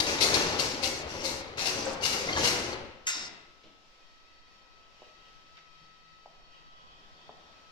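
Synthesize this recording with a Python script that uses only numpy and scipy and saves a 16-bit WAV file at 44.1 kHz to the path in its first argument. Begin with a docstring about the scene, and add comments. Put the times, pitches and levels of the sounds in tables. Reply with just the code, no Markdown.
"""First comes a short, loud click, then bright rips of stretch film echo in a warehouse: on the left,
a robot drives round a pallet load and wraps it. The film peels off its roll in tiny snaps that drum on
the taut sheet, and it squeaks on the rollers. After three seconds the robot stops with a last screech
and stands with a whine, a hum and a faint hiss. A few soft knocks sound close by, a mechanism clicks
and a small motor speeds up."""
import sys
import numpy as np
from scipy import signal
from scipy.fft import rfft, irfft, next_fast_len
from scipy.io import wavfile
from scipy.ndimage import uniform_filter1d, map_coordinates

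SR = 44100
rng = np.random.default_rng(int(sys.argv[2]) if len(sys.argv) > 2 else 0)


def dump_mix(stems):
    """Bounce the given channels to the path in sys.argv[1] as a 16-bit WAV at rate SR."""
    frames = np.atleast_2d(stems).T  # one column per channel
    limited = np.clip(frames, -1, 1)  # hard clip at full scale
    pcm = np.round(limited * 32767).astype(np.int16)
    wavfile.write(sys.argv[1], SR, pcm)


N = 340011


# Levels in the tables are starting points: the functions and the final mix add their own gains.
# a short, loud opening click (first row), then the film's rips; each has two ringing notes:
# t/s, rise/s, length/s, release/s, level/dB, ring f/Hz, ring level/dB, creak level/dB
CLICK_AND_RIPS = [(0.0, 0.003, 0.0091, 0.0016, -24, 4560, -2, -25),
                  (0.064, 0.032, 0.046, 0.026, -38, 4400, -18.5, 0),
                  (0.204, 0.0087, 0.034, 0.024, -23.5, 4300, -5.5, -15),
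                  (0.337, 0.004, 0.018, 0.006, -26.5, 4390, -6, -16),
                  (0.584, 0.014, 0.023, 0.01, -27, 4290, -5.5, -12.5),
                  (0.818, 0.021, 0.042, 0.019, -31, 4550, -8.5, -8),
                  (1.056, 0.06, 0.18, 0.0076, -48, 5740, 4.5, -1),
                  (1.231, 0.029, 0.03, 0.04, -32, 4130, -6.5, -17),
                  (1.568, 0.078, 0.037, 0.024, -28, 4340, -4.5, -3.5),
                  (1.645, 0.01, 0.035, 0.029, -32, 4940, -7.5, -8),
                  (2.016, 0.047, 0.03, 0.041, -26.5, 4900, -10, -8),
                  (2.123, 0.0063, 0.023, 0.0069, -34, 4600, -13, -9),
                  (2.367, 0.16, 0.098, 0.011, -30.5, 4370, -21, -5),
                  (2.428, 0.019, 0.031, 0.039, -26.5, 4830, -14, -7.5)]
# tone of their snaps: f/Hz, level/dB
SNAP_TONE = [(500, -9.5), (1000, -6.5), (1750, -23.5), (2150, 2), (2450, -13), (2740, -7.5), (3100, -14.5),
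             (3800, -2.5), (5800, -1), (7000, -5), (10000, -13.5), (12500, -12), (15000, -31)]

def click_and_rips():
    """An opening click, then rips: stuck film lets go in snaps that ring it; tension bends the pitch."""
    def ringing(hz, width):
        kicks = snaps(len(t), rate=1500, spread_db=1.5)
        return unit(filtered(kicks, lambda f: resonance(f, hz, width) * resonance(f, hz, 1500)))
    out, t = np.zeros(N), np.arange(SR // 4) / SR
    crackle = unit(amp(1.7 * wobble(250)))
    bend = 0.03 * wobble(45)
    creaks = 2794 * np.exp(0.028 * rng.standard_normal(len(CLICK_AND_RIPS)))
    for (s, rise, length, release, db, ring_hz, ring_db, creak_db), creak_hz in zip(CLICK_AND_RIPS, creaks):
        start = round(s * SR)
        volley = coloured(snaps(len(t), rate=4500, spread_db=3), SNAP_TONE)
        ring = amp(ring_db) * ringing(ring_hz, width=260)
        creak = amp(creak_db) * ringing(creak_hz, width=240)
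        burst = drifting(unit(volley + ring + creak), bend[start:])
        burst += amp(-9) * brief_squeaks(t, length)
        shape = np.minimum(t / rise, 1) * np.exp(-np.maximum(t - length, 0) / release)
        add(out, s, amp(db) * shape * crackle[start:][:len(t)] * burst)
    return out


def brief_squeaks(t, length, count=5, centre_hz=3560, squeak_s=0.016):
    """Brief squeaks of random pitch, scattered over length seconds."""
    hz = centre_hz * np.exp(0.34 * rng.standard_normal((count, 1)))
    age = np.clip((t - length * rng.random((count, 1))) / squeak_s + .5, 0, 1)
    return np.sum(np.sin(np.pi * age) ** 2 * np.sin(2 * np.pi * hz * t), axis=0)


# the film feeds faster, and so louder, round each corner of the load: t/s, level/dB
FILM_FEED = [(0.03, -34), (0.19, -35), (0.28, -32.5), (0.48, -33.5), (0.8, -40.5), (0.87, -40), (1.08, -40),
             (1.27, -38.5), (1.52, -45.5), (1.67, -38.5), (1.87, -36.5), (1.96, -40.5), (2.2, -38.5),
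             (2.37, -33), (2.55, -36), (2.73, -38), (2.9, -45.5)]

def feed_db(full_db=-33):
    """How hard the film is feeding, in dB compared with full feed."""
    return curves(FILM_FEED)[0] - full_db


# tones of the drumming sheet, its rustle and the sizzle where it leaves the roll: f/Hz, level/dB
DRUM_TONE = [(25, -14), (45, -8), (70, -7), (130, -0.5), (185, -4.5), (240, 1), (380, 3), (540, 2.5),
             (650, -3), (830, 0), (1200, -10), (2500, -46)]
RUSTLE_TONE = [(400, -10), (850, 2), (1300, 5.5), (1750, 3), (2200, 3), (3200, -1), (6000, -15),
               (12000, -52)]
SIZZLE_TONE = [(1200, -4.5), (2100, 2), (2700, 2), (3200, -6), (4400, 4.5), (6000, 8), (7000, 0),
               (9000, -13.5), (12500, -13), (15000, -63)]
PEEL_END_S = 2.755

def peeling():
    """The film sticks and slips on its roll. Each slip drums, rustles and sizzles; rips add a tug."""
    def layer(tone, db, growth, tug_db, rate, spread_db):
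        level = rolling() * np.hypot(amp(db + growth * feed_db()), amp(tug_db) * tug)
        return level * coloured(slips * snaps(N, rate, spread_db), tone)
    # the level jumps with the opening click and whenever a rip jerks the sheet, then settles
    tug = sum(amp(db) * ramp(s, 0.016) * np.exp(-since(s + length) / 0.069)
              for s, _, length, _, db, *_ in CLICK_AND_RIPS)
    slip_hz = 85 * np.exp(.25 * wobble(60))
    cycle = np.cumsum(slip_hz) / SR % 1
    slips = unit((0.74 + np.exp(-cycle / 0.73)) * amp(1.88 * wobble(70)))
    drum = layer(DRUM_TONE, db=-34.5, growth=1.355, tug_db=-26, rate=2600, spread_db=0.9)
    rustle = layer(RUSTLE_TONE, db=-37.5, growth=1.5, tug_db=-12.5, rate=3000, spread_db=1.5)
    sizzle = layer(SIZZLE_TONE, db=-37.5, growth=1.88, tug_db=-5.5, rate=3700, spread_db=9.5)
    return drum + rustle, (1 - ramp(PEEL_END_S, 0.03)) * sizzle  # the sizzle stops first


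def crinkles(count=150, centre_hz=4210, fade_s=0.0049):
    """Creases in the running film pop at random, each a tiny flutter at its own pitch."""
    out, t = np.zeros(N), np.arange(SR // 40) / SR
    for when, pitch, softness in zip(rng.random(count), rng.standard_normal(count), rng.random(count)):
        hz = centre_hz * np.exp(0.298 * pitch)
        flutter = rng.standard_normal(len(t)) * np.exp(-t / fade_s)
        pop = filtered(flutter, lambda f: resonance(f, hz, width=790) / (1 + (f / 7000) ** 8))
        add(out, when * PEEL_END_S, amp(-25 - 9.5 * softness) * pop / np.abs(pop).max())
    return out * amp(1.4 * feed_db())


# low drone of the rolling robot: f/Hz, width/Hz, level/dB
DRONE_BANDS = [(74.2, 39, -2.5), (117, 89, -12)]
# swells of the groaning gears: t/s, level/dB
GEAR_GROAN = [(0.0, -58), (0.24, -48), (0.5, -50), (0.74, -55), (0.88, -39.5), (1.15, -63), (1.28, -42.5),
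              (1.52, -61.5), (1.88, -41), (1.98, -51), (2.25, -52), (2.45, -58), (2.76, -50.5)]
BRAKE_S = 2.753

def drive():
    """The robot rolls with a low, lumpy drone while its gears groan, until it brakes."""
    drone_db = -53.5 + 0.34 * feed_db() + 2 * wobble(15)
    drone = amp(drone_db) * unit(filtered(rng.standard_normal(N), lambda f: bands(DRONE_BANDS, f)))
    groan_hz = 531.5 * (1 + 0.03 * wobble(11))
    groan = amp(curves(GEAR_GROAN)[0]) * fuzzy_tone(groan_hz, width=55)
    return rolling() * (drone + groan)


def rolling():
    """1 while the robot drives, 0 once it has braked."""
    return 1 - ramp(BRAKE_S, 0.18)


# tone of the deep rumble: f/Hz, level/dB
RUMBLE_TONE = [(8, -0.5), (25, -8), (45, -17), (66, -14), (110, -49), (400, -80)]

def rumble(step):
    """A deep rumble, louder while the robot rolls and when a step jostles the microphones."""
    moving = 1 - ramp(BRAKE_S, 0.96)
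    level_db = -64 + 8.5 * moving + 5.5 * step + 1.11 * wobble(4.5)
    return amp(level_db) * coloured(rng.standard_normal((2, N)), RUMBLE_TONE)


# clacks and bumps: t/s, level/dB, f/Hz, width/Hz, time to fade by 60 dB/s
CLACKS = [(0.255, -38, 786, 500, 0.11), (0.435, -41, 129, 110, 0.14), (1.115, -46.5, 138, 120, 0.17),
          (1.615, -49, 690, 200, 0.7), (1.863, -38.5, 890, 970, 0.3), (2.354, -38, 100, 90, 0.16),
          (3.076, -50, 1440, 400, 0.22), (3.15, -52.5, 310, 1300, 0.86), (3.633, -60.5, 3200, 3020, 0.29),
          (3.639, -60.5, 190, 600, 0.3), (5.812, -64, 110, 130, 0.23)]

def clatter():
    """Clacks and bumps: short bursts of noise, each round its own pitch."""
    out, t = np.zeros(N), np.arange(SR) / SR
    attack = 1 - np.exp(-t / 0.00078)
    for s, db, hz, width, fade in CLACKS:
        noise = rng.standard_normal(len(t))
        burst = unit(filtered(noise, lambda f: resonance(f, hz, width) ** 2 / (1 + (f / 6500) ** 8)))
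        add(out, s, amp(db - 60 * t / fade) * attack * burst)
    return out


# squeaks on the rollers: t/s, length/s, f/Hz, level/dB
ROLLER_SQUEAKS = [(2.032, 0.018, 2854, -25), (2.147, 0.031, 2740, -38), (2.283, 0.017, 2090, -25),
                  (2.324, 0.013, 4360, -28.5), (2.329, 0.012, 3190, -28.5), (2.362, 0.013, 1680, -26),
                  (2.395, 0.035, 3190, -36)]

def roller_squeaks(climb_per_s=1):
    """The film catches on a roller and sings one short, slightly rising note."""
    out, t = np.zeros(N), np.arange(SR // 10) / SR
    waver = 0.0089 * wobble(200)
    for s, length, hz, db in ROLLER_SQUEAKS:
        pitch = hz * (1 + climb_per_s * (t - length / 2) + waver[round(s * SR):][:len(t)])
        shape = np.sin(np.pi * np.minimum(t / length, 1)) ** 2
        add(out, s, amp(db) * shape * np.sin(phase_of(pitch)))
    return out


# ringing notes of the screech: f/Hz, width/Hz, level/dB
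SCREECH_NOTES = [(1066, 76, -5.5), (1400, 70, 1.5), (2030, 93, 3), (2700, 460, -1.5), (3750, 220, 3),
                 (4630, 1200, -1), (5220, 430, 5), (7360, 860, -30)]
# tone of the scrape that starts it: f/Hz, level/dB
SCRAPE_TONE = [(700, -23), (1050, -7.5), (2100, 12.5), (3200, 5), (4800, -14), (6400, 14), (7800, 9),
               (9500, -12), (11800, -5.5), (15000, -25)]

def screech(start=3.065):
    """A sharp scrape, then a quarter second of fast slips that ring a few shrill notes."""
    def notes(f):
        ringing = sum(amp(db) * resonance(f, hz, width) for hz, width, db in SCREECH_NOTES)
        return ringing / (1 + (f / 7500) ** 8)
    slipping = swell(start, rise=0.0092, hold=0.18, fall=0.099) * amp(-34 - 67 * since(start))
    scraping = ramp(start, 0.0045) * amp(-31 - 518 * since(start + 0.027))
    ring = slipping * unit(filtered(snaps(N, rate=3400, spread_db=-2.0), notes))
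    scrape = scraping * coloured(snaps(N, rate=1900, spread_db=2.5), SCRAPE_TONE)
    return ring + scrape


# slow changes in the background: t/s, air level/dB, hiss level/dB
BACKGROUND_LEVELS = [(3.9, -72.5, -73), (4.26, -72, -74), (4.82, -70.5, -73.5), (5.07, -69, -70.5),
                     (6.11, -73, -74), (7.42, -66.5, -71.5), (7.7, -69.5, -70.5)]
# tones of the moving air and of the hiss: f/Hz, level/dB
AIR_TONE = [(40, -30.5), (70, -11.5), (160, -12.5), (260, -11), (400, -10.5), (650, -9), (950, -10.5),
            (1200, -12), (1800, -17.5), (3000, -60)]
HISS_TONE = [(900, -17), (1500, -3.5), (2200, -2), (3000, 0.5), (3600, 0), (4200, -1), (5400, 1.5),
             (6500, -5.5), (7400, -9.5), (8500, -20), (15000, -25.5)]

def air_and_hiss():
    """Moving air and a faint hiss fill the hall all along; they come through once the robot stands."""
    air_db, hiss_db = curves(BACKGROUND_LEVELS)
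    air = amp(air_db + 5.0 + .7 * wobble(3.56)) * hall_noise(lambda f: amp(along(AIR_TONE, f)))
    hiss = amp(hiss_db + 11.5 + .8 * wobble(9)) * hall_noise(lambda f: amp(along(HISS_TONE, f)))
    return air + hiss


# the drive's whine at the left microphone: t/s, level/dB
LEFT_WHINE = [(3.4, -62), (3.9, -65.5), (5.3, -59.5), (6.15, -58), (6.42, -65), (6.72, -57), (7.3, -63.5),
              (7.65, -58)]

def whine(step, hz=1297.4):
    """The drive whines. A step briefly takes the right microphone out of a standing wave's quiet spot."""
    phase = phase_of(hz + .5 * wobble(5.7))
    ears_db = np.array([curves(LEFT_WHINE)[0], -75 + 15.5 * step])
    right_lag = 1.41 + 1.47 * step  # radians
    return np.sqrt(2) * amp(ears_db + wobble(13)) * np.sin([phase, phase - right_lag])


# thin bands of noise that sing over the hiss: f/Hz, width/Hz, level/dB
SINGING_BANDS = [(994, 30, 0), (1940, 230, 1.5), (2480, 49, 3), (2620, 54, 4.5), (3180, 45, 4),
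                 (3830, 160, 1.5), (4430, 92, 4), (4580, 86, 4.5), (5420, 170, -1)]

def singing(groups=2):
    """Thin bands of noise swell and drift in pitch, each group in its own way."""
    out, n = np.zeros((2, N)), np.arange(N)
    for k in range(groups):
        clock = n + np.cumsum(.005 * wobble(6))
        group = hall_noise(lambda f: bands(SINGING_BANDS[k::groups], f))
        out += amp(1.5 * wobble(7)) * np.array([np.interp(clock, n, ear) for ear in group])
    return ramp(3.82, 0.28) * amp(-62.5) * unit(out)


def hum(hz=160):
    """The standing machine's low hum fades in and wavers a little."""
    level = ramp(4.53, 1.0) * amp(-76.5 + 1.7 * wobble(10))
    return np.sqrt(2) * level * np.sin(phase_of(hz + 1.31 * wobble(4.7)))


# faint whirs: t/s, rise/s, hold/s, fall/s, f/Hz, climb/(Hz per s), width/Hz, level/dB
RISING_WHIRS = [(4.74, 0.08, .55, 0.18, 2750, 399, 800, -70), (6.42, 0.11, 0.94, .2, 2946, 538, 702, -66)]

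def whirs():
    """Uneven bands of noise drift upward in pitch."""
    out = np.zeros((2, N))
    for s, rise, hold, fall, hz, climb, width, db in RISING_WHIRS:
        band = np.array([fuzzy_tone(hz + climb * since(s), width) for ear in range(2)])
        out += swell(s, rise, hold, fall) * amp(db + 3.3 * wobble(16)) * band
    return out


# soft knocks: t/s, level/dB, f/Hz, rough length/cycles
SOFT_KNOCKS = [(5.02, -39, 614, 1.1), (5.028, -42, 595, 0.98), (6.2587, -38.5, 740, 2.1),
               (7.2932, -33, 724, 1.1), (7.3, -42, 650, 0.57)]

def knocks():
    """Dull taps close by, each dying away within a few swings."""
    out, t = np.zeros(N), np.arange(SR // 20) / SR
    for s, db, hz, cycles in SOFT_KNOCKS:
        age = 2 * t * hz / cycles
        add(out, s, amp(db) * (age * np.exp(1 - age)) ** 2 * np.sin(2 * np.pi * hz * t))
    return out


# clicks of the mechanism: t/s, level/dB, f/Hz
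MECHANISM_CLICKS = [(5.570, -50, 2600), (5.577, -49, 1500), (5.586, -52, 2800), (5.589, -54, 5600)]

def mechanism(width_hz=2200, fade_s=0.043):
    """A light mechanism clicks a few times in a quick row."""
    out, t = np.zeros((2, N)), np.arange(SR // 20) / SR
    for s, db, hz in MECHANISM_CLICKS:
        for ear in out:
            noise = rng.standard_normal(len(t))
            burst = unit(filtered(noise, lambda f: resonance(f, hz, width_hz) / (1 + (f / 6500) ** 12)))
            add(ear, s, amp(db - 60 * t / fade_s) * burst)
    return out


# the small motor's climbing note: t/s, f/Hz, level/dB
MOTOR_NOTE = [(6.45, 2990, -76), (6.6, 3040, -74), (6.8, 3090, -80), (7.0, 3260, -72), (7.17, 3400, -70),
              (7.33, 3330, -73), (7.43, 3520, -76)]

def small_motor():
    """A small motor speeds up with a faint, rough whine."""
    hz, db = curves(MOTOR_NOTE)
    running = swell(5.9, rise=0.06, hold=0.98, fall=0.06)
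    return running * amp(db) * np.array([fuzzy_tone(hz, width=170) for ear in range(2)])


# how alike the hall sounds in both ears: f/Hz, likeness (1 = the same)
EAR_LIKENESS = [(60, 0.67), (290, 0.6), (640, 0.58), (1400, -0.15), (3000, 0.022)]

def stereo_shares(f):
    """How much of the hall's sound the ears share (mid) and how much differs (side)."""
    turn = np.arccos(np.clip(along(EAR_LIKENESS, f), -1, 1)) / 2
    return np.array([np.cos(turn), np.sin(turn)])


def hall_noise(gain):
    """Stereo noise shaped by gain(f), alike in both ears only at low pitches."""
    mid, side = filtered(rng.standard_normal((2, N)), lambda f: gain(f) * stereo_shares(f))
    return unit(np.array([mid + side, mid - side]))


# how long the hall echoes: f/Hz, time to fade by 60 dB/s
ECHO_TIMES = [(100, 0.88), (500, 0.84), (2000, 0.97), (4000, 0.85), (6000, 0.57), (9000, 0.62),
              (14000, 0.34)]

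def hall(x, build_s=0.00062, block=8192):
    """Echoes build up, then each pitch fades at its own speed. As things move, the echoes change."""
    out = np.zeros((2, N + 2 * SR))
    f, t = np.fft.rfftfreq(256, 1 / SR), np.arange(300) * 128 / SR
    fade = amp(-60 * t / along(ECHO_TIMES, f)[:, None]) * (1 - np.exp(-t / build_s))
    shares = stereo_shares(f)[..., None]
    for start in range(0, N, block):
        real, imag = rng.standard_normal((2, 2) + fade.shape)
        mid, side = signal.istft((real + 1j * imag) * fade * shares, nperseg=256)[1]
        tail = np.array([mid + side, mid - side]) / np.sqrt(np.sum(mid ** 2 + side ** 2))
        echo = signal.fftconvolve(x[None, start:start + block], tail, axes=1)
        out[:, start:start + echo.shape[1]] += echo
    return out[:, :N]


def from_left(x, balance, lead_s=0):
    """Tilt x between the ears by (Hz, left minus right dB) points; the left hears it lead_s earlier."""
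    ears = np.array([[1], [-1]]) / 2
    return filtered(x, lambda f: amp(ears * along(balance, f)) * np.exp(2j * np.pi * f * ears * lead_s))


def amp(db):
    """Turn decibels into a gain."""
    return 10 ** (np.asarray(db) / 20)


def unit(x):
    """Scale x to an average strength (rms) of 1."""
    return x / np.sqrt(np.mean(x ** 2) + 1e-20)


def along(points, hz):
    """Read between (Hz, value) points on a log frequency scale."""
    f, v = np.transpose(points)
    return np.interp(np.log(hz + 1), np.log(f + 1), v)


def curves(rows):
    """One value per sample for each column after the time."""
    s, *cols = np.transpose(rows)
    return [np.interp(np.arange(N) / SR, s, c) for c in cols]


def wobble(rate):
    """A smooth curve through rate random values a second."""
    knots = np.arange(0, N * rate / SR + 1, 1 / 8)
    smooth = map_coordinates(rng.standard_normal(int(knots[-1]) + 4), [knots])
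    return np.interp(np.arange(N) * rate / SR, knots, smooth)


def filtered(x, response):
    """Scale each frequency f in x by response(f)."""
    n = x.shape[-1]
    m = next_fast_len(n + 8192, True)
    return irfft(rfft(x, m) * response(np.fft.rfftfreq(m, 1 / SR)), m)[..., :n]


def resonance(f, hz, width):
    """Response of something that rings at one pitch."""
    return 1j * f * width / (hz * hz - f * f + 1j * f * width)


def bands(rows, f):
    """Response made of separate (Hz, width, dB) bands."""
    return np.sqrt(sum(amp(db) ** 2 / (1 + ((f - hz) / (0.32 * width)) ** 2) ** 2 for hz, width, db in rows))


def coloured(x, tone):
    """Shape x by a tone of (Hz, dB) points, at strength 1."""
    return unit(filtered(x, lambda f: amp(along(tone, f))))


def snaps(size, rate, spread_db):
    """Tiny snaps of random size at random moments, rate a second."""
    moments = rng.random(size) < rate / SR
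    return moments * rng.choice([-1, 1], size) * amp(spread_db * rng.standard_normal(size))


def phase_of(hz):
    """The running angle of a wave that follows a pitch curve."""
    return 2 * np.pi * np.cumsum(hz) / SR


def fuzzy_tone(hz, width):
    """A thin band of noise that follows a pitch curve."""
    return unit(np.real((wobble(width) + 1j * wobble(width)) * np.exp(1j * phase_of(hz))))


def drifting(x, share):
    """Bend the pitch of x along a curve; 0.01 is one percent up."""
    return map_coordinates(x, [np.arange(len(x)) + np.cumsum(share[:len(x)])], mode="mirror")


def since(start):
    """Seconds gone by since start, 0 before it."""
    return np.maximum(np.arange(N) / SR - start, 0)


def ramp(start, rise):
    """0 until start, then up to 1 within rise seconds."""
    return np.minimum(since(start) / rise, 1)


def swell(start, rise, hold, fall):
    """Rise to 1, hold, then fall back to 0."""
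    return ramp(start, rise) - ramp(start + rise + hold, fall)


def add(track, s, sound):
    """Mix a sound into a track at time s."""
    room = track[max(round(s * SR), 0):][:len(sound)]
    room += sound[:len(room)]


# leftward tilt of the opening click and rips, then of all the robot's sound and the echo:
# f/Hz, left minus right/dB
BURST_BALANCE = [(1000, -15), (2400, 22.5), (4400, 20), (8000, 14.5), (12000, 8)]
OVERALL_BALANCE = [(60, 2.5), (200, 3), (400, 6), (1300, 3), (2400, 2.5), (4400, 5.5), (8000, -1.5),
                   (15000, 1.5)]

def scene():
    """The robot and its film on the left, small sounds in the middle, and the echoing hall around them."""
    bursts, shrill = click_and_rips(), screech()
    sheet, sizzle = peeling()
    pops = crinkles()
    body = sheet + drive() + roller_squeaks()
    taps, bumps, clicks = knocks(), clatter(), mechanism()
    robot = amp(-0.5) * body + amp(-13.0) * sizzle + amp(3.0) * shrill + pops
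    direct = from_left(amp(-5.0) * bursts, BURST_BALANCE, lead_s=0.000201)
    direct += from_left(robot, [(500, -0.32), (2000, 0.96), (4000, -1.2), (10000, -1.3)], lead_s=0.00022)
    echo = hall(amp(-2.0) * bursts + amp(-4.0) * body + amp(-1.5) * sizzle + amp(-3.5) * (shrill + pops)
                + amp(-5.5) * (taps + clicks[0]) + amp(2.5) * bumps)
    step = swell(6.18, rise=0.56, hold=0.15, fall=1.0)  # whoever holds the microphones takes a step
    air = air_and_hiss()
    machine = whine(step) + hum() + rumble(step)
    background = (air + singing()) * amp([[.8], [-.8]])  # a little louder on the left
    middle = taps + clicks + amp(3.0) * bumps + whirs() + small_motor()
    return from_left(direct + echo, OVERALL_BALANCE) + machine + background + middle


def record(dry):
    """A noise suppressor turns faint treble down, cutting echoes short; the very top is removed."""
    treble_hz, top_hz, threshold_db, depth_db = 4260, 15700, -46.5, 6.5
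    treble = filtered(dry, lambda f: f ** 6 / (f ** 6 + treble_hz ** 6))
    power = uniform_filter1d(np.mean(treble ** 2, axis=0), size=1300)
    level_db = 10 * np.log10(np.abs(power) + 1e-12)
    gain = amp(-depth_db * np.clip(threshold_db - level_db, 0, 1))
    return filtered(dry + (gain - 1) * treble, lambda f: f < top_hz)


dry = scene()
out = record(dry)
dump_mix(out)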